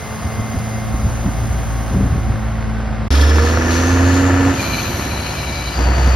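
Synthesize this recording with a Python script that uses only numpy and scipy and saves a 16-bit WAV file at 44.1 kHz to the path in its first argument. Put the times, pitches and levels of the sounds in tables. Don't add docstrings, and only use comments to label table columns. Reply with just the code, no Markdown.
import sys
import numpy as np
from scipy import signal
from scipy.fft import rfft, irfft
from scipy.io import wavfile
from scipy.ndimage import uniform_filter1d, map_coordinates

SR = 44100
rng = np.random.default_rng(int(sys.argv[2]) if len(sys.argv) > 2 else 0)


def dump_mix(stems):
    frames = np.atleast_2d(stems).T
    limited = np.clip(frames, -1, 1)
    pcm = np.round(limited * 32767).astype(np.int16)
    wavfile.write(sys.argv[1], SR, pcm)


N = 271215
T = np.arange(N) / SR
FREQS = np.maximum(np.fft.rfftfreq(N, 1 / SR), 1)

YARD_END_S, ROAD_START_S = 3.081, 3.105
IDLE_HZ = 56.16

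# (frequency [Hz], opposite minus shared [dB])
YARD_OPPOSITE = [(60, -13), (300, -3.5), (700, -7.5), (1300, -17.5), (2400, -4.5), (4800, -15),
                 (7800, 26.5), (10700, -23), (14000, 11)]
# (frequency [Hz], opposite minus shared [dB])
ROAD_OPPOSITE = [(60, -26), (250, -17), (500, -6.5), (1200, -10), (2500, -4.5), (5000, -9), (8400, 19),
                 (11000, -15.5)]
# (time [s], firing rate [Hz])
REVS = [(3.1, 69.37), (3.5, 80.07), (3.9, 87.21), (4.2, 90.33), (4.54, 91.3), (5.0, 74.98), (5.4, 64.06),
        (5.73, 59.38), (5.87, 62.67), (6.15, 65.14)]
# (opens [s], shuts [s], throttle [0-1], throb before the muffler [dB], added combustion knock [dB])
PULLS = [(3.0, 4.51, 0.9, -11.5, 3.5), (5.737, 6.3, 0.21, -12, 5.5)]


def undb(db):
    return 10 ** (np.asarray(db) / 20)


def curves(table):
    s, *columns = np.transpose(table)
    return [np.interp(T, s, c) for c in columns]


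def noise():
    return rng.standard_normal(N)


def walk(rate_hz):
    k = int(SR / rate_hz)
    steps = np.repeat(rng.standard_normal(N // k + 1), k)
    return 1.3 * uniform_filter1d(uniform_filter1d(steps, k), k)[:N]


def after(start_s):
    return np.maximum(T - start_s, 0)


def gate(start_s, end_s, attack_s, release_s):
    rise = np.clip(after(start_s) / attack_s, 0, 1)
    return rise * np.clip(1 - after(end_s) / release_s, 0, 1)


def swell(centre_s, half_length_s):
    return np.exp(-((T - centre_s) / half_length_s) ** 2 / 2)


def shape(points):
    hz, db = np.transpose(points)
    return undb(np.interp(np.log(FREQS), np.log(hz), db))


def bell(hz, centre_hz, width_hz):
    return 1 / (1 + (2 * (hz - centre_hz) / width_hz) ** 2)


def lift(hz, modes):
    return 1 + sum((undb(db) - 1) * bell(hz, f, w) for f, w, db in modes)


def filtered(x, gain):
    return irfft(rfft(x) * gain, N)


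def colour(x, gain, band_hz=(0, SR)):
    inside = (FREQS >= band_hz[0]) & (FREQS <= band_hz[1])
    return filtered(x, gain / np.sqrt(np.mean(gain ** 2 * inside)))


def two_channels(source, balance):
    ratio = shape(balance)
    shared = 1 / np.sqrt(1 + ratio ** 2)
    signs = np.array([[1], [-1]])
    return filtered(source(), shared) + filtered(source(), ratio * shared) * signs


def count_cycles(hz):
    return np.cumsum(hz) / SR


def tone(cycles):
    return np.sqrt(2) * np.sin(2 * np.pi * (cycles + rng.random()))


def breathy_tone(cycles, width_hz):
    smear = bell(FREQS, 0, width_hz)
    angle = 2 * np.pi * cycles
    return colour(noise(), smear) * np.cos(angle) + colour(noise(), smear) * np.sin(angle)


def clatter(firings, repeat, knock, decay_s, uneven_db):
    number = firings.astype(int)
    since = np.arange(N) - np.searchsorted(number, number)
    cylinder = number % 6
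    voices = rng.standard_normal((6, 2048))
    repeat = np.clip(repeat, 0, 1)
    own = voices[cylinder, since % voices.shape[1]]
    grain = np.sqrt(repeat) * own + np.sqrt(1 - repeat) * noise()
    force = undb(uneven_db * rng.standard_normal(N)[number])
    x = grain * (1 + knock * force * np.exp(-since / SR / decay_s))
    return x / x.std()


def bass_swell():
    start_db, settle_s = -15, 0.19
    return undb(start_db * np.exp(-T / settle_s))


def wind():
    # (frequency [Hz], relative density [dB per Hz])
    wind_spectrum = [(20, -17), (45, -11), (80, 5), (130, -3.5), (250, -5.5), (330, -17), (450, -22.5),
                     (1000, -31.5), (4000, -97)]
    # (time [s], level [dB], lowered by 4 dB for all thumps, half length [s], tilt [dB per octave])
    buffets = [(0.251, -14, 0.022, -3.5), (0.395, -14, 0.023, -4.5), (0.567, -10.5, 0.021, -2.5),
               (0.945, -9.5, 0.0084, -4), (1.06, -5.5, 0.019, -7), (1.192, -11, 0.0097, -4.5),
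               (1.265, -12, 0.021, 7), (1.477, -18.5, 0.1, -1.5), (1.958, -10.5, 0.032, 0),
               (2.032, -10.5, 0.03, -1), (2.144, -12.5, 0.042, -3), (2.31, -14, 0.035, -3.5)]
    tilt_top_hz = 230
    eddies = [colour(noise(), shape(wind_spectrum)) * undb(-28.5 + 1.4 * walk(19)) for _ in range(2)]
    out = np.array(eddies) * bass_swell()
    turbulence = noise()
    for s, db, half_length_s, tilt_db in buffets:
        tilt = undb(tilt_db * np.log2(np.minimum(FREQS, tilt_top_hz)))
        pressure = colour(turbulence, shape(wind_spectrum) * tilt)
        pressure /= np.sqrt(uniform_filter1d(pressure ** 2, size=1500))
        out = out + undb(db - 4.0) * swell(s, half_length_s) * pressure
    return out


def governor():
    start_s, end_s, ramp_s, rise_hz = 1.0, 2.3, .1, .5
    raised = gate(start_s, end_s, ramp_s, ramp_s)
    return raised, IDLE_HZ + rise_hz * raised


def hydraulics():
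    # (multiple of the piston rate [1], level re pump [dB])
    pump_orders = [(1, 1), (3, 0.5), (7, -12)]
    # (frequency [Hz], relative density [dB per Hz])
    oil_spectrum = [(1500, 5.5), (4400, -2), (10500, 0), (12000, -5.5), (15700, -1)]
    # (frequency [Hz], width [Hz], lift [dB])
    valve_modes = [(4930, 230, 6.5), (6310, 240, 16), (8780, 240, 8), (10070, 150, 2)]
    labouring_hz, labouring_db, eases_s = 694, -42, .76
    rise_hz, rise_s, drop_db, drop_s = 9, 0.095, 9, 0.22
    oil_db, valve_closes_s, fade_db_per_s = -44.5, 1.83, 13
    eased_s = after(eases_s)
    hz = labouring_hz + rise_hz * (1 - np.exp(-eased_s / rise_s))
    pump_db = labouring_db - drop_db * (1 - np.exp(-eased_s / drop_s))
    strokes = count_cycles(hz * (1 + 0.0011 * walk(25.24)))
    whine = sum(tone(k * strokes) * undb(pump_db + db + 1.3 * walk(18.2)) for k, db in pump_orders)
    firings = count_cycles(governor()[1])
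    flow = two_channels(lambda: clatter(firings, repeat=0.1, knock=0.095, decay_s=0.0078, uneven_db=8.5),
                        YARD_OPPOSITE)
    hiss = colour(flow, shape(oil_spectrum) * lift(FREQS, valve_modes), (8500, 13000))
    return whine + hiss * undb(oil_db - fade_db_per_s * after(valve_closes_s))


def idling_engine():
    line_orders = [3, 5, 6, 9, 10]
    line_levels_db = [-45.5, -46.5, -49.5, -55, -47.5]
    drive_orders = [4, 5, 6, 7, 8, 10, 11, 14]
    drive_levels_db = [-49.5, -49, -45.5, -43.5, -55, -46, -49, -53.5]
    # (frequency [Hz], relative density [dB per Hz])
    block_spectrum = [(30, -17), (60, 16.5), (150, 10.5), (330, -2), (500, 2), (750, 2), (1000, -1),
                      (1500, -2.5), (2000, -6.5), (3000, -14), (4500, -19), (8000, -26), (12000, -48),
                      (15000, -50)]
    drive_hz = 108.84
    full_throb_db, hum_db, full_drone_db, clatter_db = -22.5, -26, -28.5, -32.5
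    full_s, swell_db_per_s = 1.07, 37
    dip_s, dip_half_s, dip_db = 2.385, 0.016, -14
    drone_dip_db = -6
    raised, hz = governor()
    firings = count_cycles(hz * (1 + 0.002933 * walk(12)))
    throb_db = full_throb_db - swell_db_per_s * np.maximum(full_s - T, 0) + dip_db * swell(dip_s, dip_half_s)
    stroke = 2 * np.pi * firings
    throb = np.sqrt(2) * np.cos(stroke) * undb(throb_db + 1.5 * walk(18))
    hum = np.sqrt(2) * np.cos(2 * stroke) * undb(hum_db + .8 * walk(6))
    lines = sum(tone(k * firings) * undb(db + 3.86 * walk(6.98))
                for k, db in zip(line_orders, line_levels_db))
    turns = firings * drive_hz / IDLE_HZ
    drone = tone(2 * turns) * undb(full_drone_db + drone_dip_db * raised + .7 * walk(9))
    whirr = sum(tone(k * turns) * undb(db + 3.5 * walk(7.09))
                for k, db in zip(drive_orders, drive_levels_db))
    knocks = two_channels(lambda: clatter(firings, repeat=0.37, knock=0.28, decay_s=0.0023, uneven_db=8.0),
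                          YARD_OPPOSITE)
    block = colour(knocks, shape(block_spectrum), (500, 2500)) * undb(clatter_db)
    return throb + (hum + drone + lines) * bass_swell() + whirr + block


def air_brake():
    # (frequency [Hz], relative density [dB per Hz])
    brake_spectrum = [(1500, -15), (3200, 2.5), (5500, 4), (6200, -2.5), (9000, -3.5), (12000, -9),
                      (15000, -42)]
    # (frequency [Hz], width [Hz], lift [dB])
    brake_modes = [(2350, 76, 17), (3270, 100, 10.6), (3620, 220, 9), (5400, 250, 7)]
    level_db, sputter_db, empty_s, decay_s = -27, 3, 3.2, 0.19
    jet = colour(two_channels(noise, ROAD_OPPOSITE), shape(brake_spectrum) * lift(FREQS, brake_modes))
    return jet * undb(level_db + sputter_db * walk(130)) * np.exp(-after(empty_s) / decay_s)


def blow_off(turns):
    # (settled frequency [Hz], width [Hz], level before the fade [dB])
    duct_modes = [(2510, 46, -40.5), (2800, 47.8, -41.5), (3020, 76, -41), (4006, 170, -34),
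                  (4360, 310, -37), (6100, 160, -42), (8400, 6600, -40), (11100, 3300, -44.5)]
    # (time [s], level [dB])
    squeal_level = [(4.52, -30), (4.63, -30), (4.76, -29.5), (4.87, -40), (5.01, -36.5), (5.15, -39.5),
                    (5.42, -37.5), (5.6, -32.5), (5.7, -40)]
    attack_s, release_s, fade_db_per_s = 0.11, 0.06, 3
    sputter_top_hz = 5000
    settled_hz, sharp_hz, squeal_waver_hz, squeal_width_hz = 2313, 186, 23.9, 78
    duct_sharp, settle_s = .06, .15
    octave_db, octave_peak_s, octave_half_s = -43, 4.88, .28
    shuts_s, reopens_s = PULLS[0][1], PULLS[1][0]
    drained_s = after(shuts_s)
    settling = np.exp(-drained_s / settle_s)
    waver = 1 + duct_sharp * settling + .008 * walk(20)
    sputter_db = 2.4 * walk(85)

    def duct():
        return sum(breathy_tone(count_cycles(hz * waver), width_hz)
                   * undb(db + 1.5 * walk(60) + sputter_db * (hz < sputter_top_hz))
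                   for hz, width_hz, db in duct_modes)

    hiss = two_channels(duct, ROAD_OPPOSITE) * undb(-fade_db_per_s * drained_s)
    octave = breathy_tone(2 * turns, width_hz=700) * undb(octave_db + 1.2 * walk(30))
    octave = octave * swell(octave_peak_s, octave_half_s)
    squeal_hz = settled_hz + sharp_hz * settling + squeal_waver_hz * walk(25)
    squeal = breathy_tone(count_cycles(squeal_hz), squeal_width_hz)
    squeal /= np.sqrt(uniform_filter1d(squeal ** 2, size=2200))
    squeal *= undb(curves(squeal_level)[0] + sputter_db)
    return (hiss + octave + squeal) * gate(shuts_s, reopens_s, attack_s, release_s)


def turbo(firings, load, throttle):
    # (time [s], whistle [Hz])
    turbo_speed = [(3.1, 5350), (3.35, 5300), (3.78, 5986), (4.15, 6860), (4.48, 7225), (4.65, 6620),
                   (4.9, 6015), (5.2, 5520), (5.58, 4884), (5.72, 4834), (5.8, 4661), (6.0, 4550),
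                   (6.15, 4640)]
    # (frequency [Hz], width [Hz], lift [dB])
    inlet_modes = [(4770, 280, 10.5), (5300, 120, 4), (6140, 430, 9)]
    # (frequency [Hz], relative density [dB per Hz])
    air_spectrum = [(2000, 3), (3400, 3), (4400, 2), (5400, 3), (6600, 3), (9200, -7), (11800, -8.5),
                    (13000, -14), (15000, -30)]
    # (frequency [Hz], width [Hz], lift [dB])
    intake_modes = [(4380, 180, 7.5), (5200, 200, -1), (6560, 520, 6.5)]
    # (time [s], level before attack and decay [dB], decay [s])
    air_surges = [(3.43, -31.5, 0.1), (3.69, -31, 0.38), (4.52, -34.5, 0.45)]
    whistle_db, whistle_load_db, pull_width_hz, coast_width_hz = -48.5, 6.5, 750, 250
    air_db, air_throttle_db, surge_attack_s = -37.5, 4, 0.022
    dip_s, dip_half_s, dip_db = 4.41, 0.074, -3
    hz = curves(turbo_speed)[0]
    turns = count_cycles(hz + 35 * walk(35))
    flutter_db = 1.5 * np.cos(2 * np.pi * firings) + 1.8 * walk(60)
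    breathy = np.sqrt(throttle) * breathy_tone(turns, pull_width_hz)
    purer = np.sqrt(1 - throttle) * breathy_tone(turns, coast_width_hz)
    whistle_gain = undb(whistle_db + whistle_load_db * load + flutter_db)
    whistle = (breathy + purer) * lift(hz, inlet_modes) * whistle_gain
    surges = [undb(db) * np.minimum(after(s) / surge_attack_s, 1) * np.exp(-after(s) / decay_s)
              for s, db, decay_s in air_surges]
    rush = np.sqrt(undb(air_db + air_throttle_db * throttle) ** 2 + np.sum(np.square(surges), axis=0))
    puffs = two_channels(lambda: clatter(firings, repeat=0.6, knock=0.84, decay_s=0.0076, uneven_db=-0.5),
                         ROAD_OPPOSITE)
    air = colour(puffs, shape(air_spectrum) * lift(FREQS, intake_modes), (4900, 7200))
    air = air * rush * undb(1.23 * walk(15))
    dip = undb(dip_db * swell(dip_s, dip_half_s))
    muffle = shape([(13000, 0), (15000, -15)])
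    return filtered((whistle + air) * dip + blow_off(turns), muffle)


def chirps(firings):
    cylinder_db = np.array([2, -14, -10, -13, -9, -13])
    ring_hz, waver_hz, level_db, scatter_db = 1750, 35, 0.5, 2.5
    evens_hz, evening = 83, .5
    count_start_s = 3.152
    count = firings - np.interp(count_start_s, T, firings) + .5
    number = np.floor(count).astype(int)
    joined = evening / (1 + np.exp((evens_hz - curves(REVS)[0]) / 2))
    db = cylinder_db[number % len(cylinder_db)] * (1 - joined) + scatter_db * noise()[number]
    pulse = np.abs(np.sin(np.pi * count))
    chirp = tone(count_cycles(ring_hz + waver_hz * noise()[number]))
    return chirp * pulse * undb(level_db + db)


def engine_block(firings, throttle):
    # (frequency [Hz], relative density [dB per Hz])
    pull_spectrum = [(25, -26), (55, 9), (120, 5.5), (170, -1), (270, 10), (400, 3), (520, 5.5), (780, 1),
                     (900, -0.5), (1300, 1.5), (1750, -1), (2000, -4.5), (3000, -11.5), (5000, -57)]
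    # (frequency [Hz], relative density [dB per Hz])
    coast_spectrum = [(25, -20), (60, 13.5), (120, 10), (165, 7), (220, 8.5), (340, 10.5), (440, 2.5),
                      (580, 4.5), (800, -1.5), (1750, -1.5), (1950, -5.5), (3000, -11), (5000, -38)]
    ring_hz, ring_width_hz, ring_db = 1750, 50, -18
    knocks = two_channels(lambda: clatter(firings, repeat=0.65, knock=0.78, decay_s=0.0013, uneven_db=5.0),
                          ROAD_OPPOSITE)
    pull = colour(knocks, shape(pull_spectrum), (600, 1900))
    coast = colour(knocks, shape(coast_spectrum), (600, 1900))
    ring = colour(knocks, bell(FREQS, ring_hz, ring_width_hz)) * undb(ring_db)
    return throttle * (pull + chirps(firings)) + (1 - throttle) * coast + ring


def roll_past(x):
    # (frequency [Hz], gain [dB])
    side_on = [(100, 3), (250, -5.5), (450, -7.5), (750, 4), (1200, -1.5), (1800, -1.5)]
    abreast_s, passing_s, port_lag_s, pan_db = 4.74, 1, 0.000091, 2
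    side = np.tanh((T - abreast_s) / passing_s)
    x = x + (1 + side) / 2 * (filtered(x, shape(side_on)) - x)
    ports = []
    for port, sign in zip(x, (1, -1)):
        heard_at = (T + sign * side * port_lag_s / 2) * SR
        delayed = map_coordinates(port, [heard_at], mode="mirror")
        ports.append(delayed * undb(sign * side * pan_db / 2))
    return np.array(ports)


def exhaust(firings, hz, load, pull_gain):
    # (firing rate [Hz], gain [dB])
    muffler = [(55, -14), (64, -1.5), (70, 1.5), (77, -1), (82.5, -6.5), (89, -2.5), (92, -6.5)]
    # (frequency [Hz], width [Hz], lift [dB])
    stack_modes = [(296, 17, 12), (341, 26, 11.5), (468.5, 23, 18)]
    growl_orders = [1 / 2, 2, 4, 5, 6]
    growl_levels_db = [-28, -29.5, -26, -34, -29]
    boom_hz, boom_width_hz, boom_db, coast_boom_db = 271.2, 29, -15, -28.5
    coast_throb_db = -45
    roar_db, growl_db_per_octave = -31.5, 8
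    strength = pull_gain + (1 - load) * undb(coast_throb_db)
    muffled = strength * undb(np.interp(hz, *np.transpose(muffler)))
    throb = tone(firings) * muffled * undb(1.1 * walk(28))
    boom_gain = (load * undb(boom_db) + (1 - load) * undb(coast_boom_db)) * undb(0.96 * walk(13))
    boom = tone(3 * firings) * boom_gain * bell(3 * hz, boom_hz, boom_width_hz)
    growl = sum(tone(k * firings + .04 * walk(40)) * lift(k * hz, stack_modes)
                * undb(db + 2.2 * walk(25.05))
                for k, db in zip(growl_orders, growl_levels_db))
    ringing = sum(undb(db) * bell(FREQS, f, w) for f, w, db in stack_modes)
    roar = colour(noise(), ringing) * load * undb(roar_db)
    hardening = undb(growl_db_per_octave * np.log2(hz / hz.max()))
    return throb + boom + (roar + growl * strength) * hardening


def pedal():
    open_ramp_s, shut_ramp_s = 0.062, 0.028
    opens, shuts, throttle, throb_db, knock_db = np.transpose(PULLS)
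    held = np.array([gate(a, b, open_ramp_s, shut_ramp_s) for a, b in zip(opens, shuts)])
    return held.sum(axis=0), np.clip(throttle, 0, 1) @ held, undb(throb_db) @ held, knock_db @ held


def driving_truck():
    # (frequency [Hz], left minus right [dB])
    road_balance = [(100, -1.54), (300, -2.5), (650, -2), (900, 2.5), (1200, 5.5), (1750, 2), (2500, 4.5),
                    (4200, 1.5), (5500, 0), (8000, -0.5)]
    idle_clatter_db, clatter_db_per_octave = -30.5, 6
    frame_hz, frame_width_hz, frame_db = 56.4, 7, -27
    hz = curves(REVS)[0]
    load, throttle, pull_gain, knock_db = pedal()
    firings = count_cycles(hz * (1 + .002 * walk(25)))
    clatter_db = idle_clatter_db + clatter_db_per_octave * np.log2(hz / IDLE_HZ) + knock_db
    block = roll_past(engine_block(firings, throttle) * undb(clatter_db))
    bay = block + turbo(firings, load, throttle) + air_brake()
    shake = tone(2 / 3 * firings) * bell(2 / 3 * hz, frame_hz, frame_width_hz) * undb(frame_db)
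    tilt = np.sqrt(shape(road_balance))
    return filtered(bay + exhaust(firings, hz, load, pull_gain) + shake, np.array([tilt, 1 / tilt]))


def scene():
    yard = wind() + hydraulics() + idling_engine()
    return yard * (T < YARD_END_S) + driving_truck() * (T >= ROAD_START_S)


def record(dry):
    rumble_hz, top_hz = 30, 15750
    thinned = signal.sosfilt(signal.butter(2, rumble_hz, "high", fs=SR, output="sos"), dry)
    return signal.sosfilt(signal.ellip(8, .2, 80, top_hz, fs=SR, output="sos"), thinned)


dry = scene()
out = record(dry)
dump_mix(out)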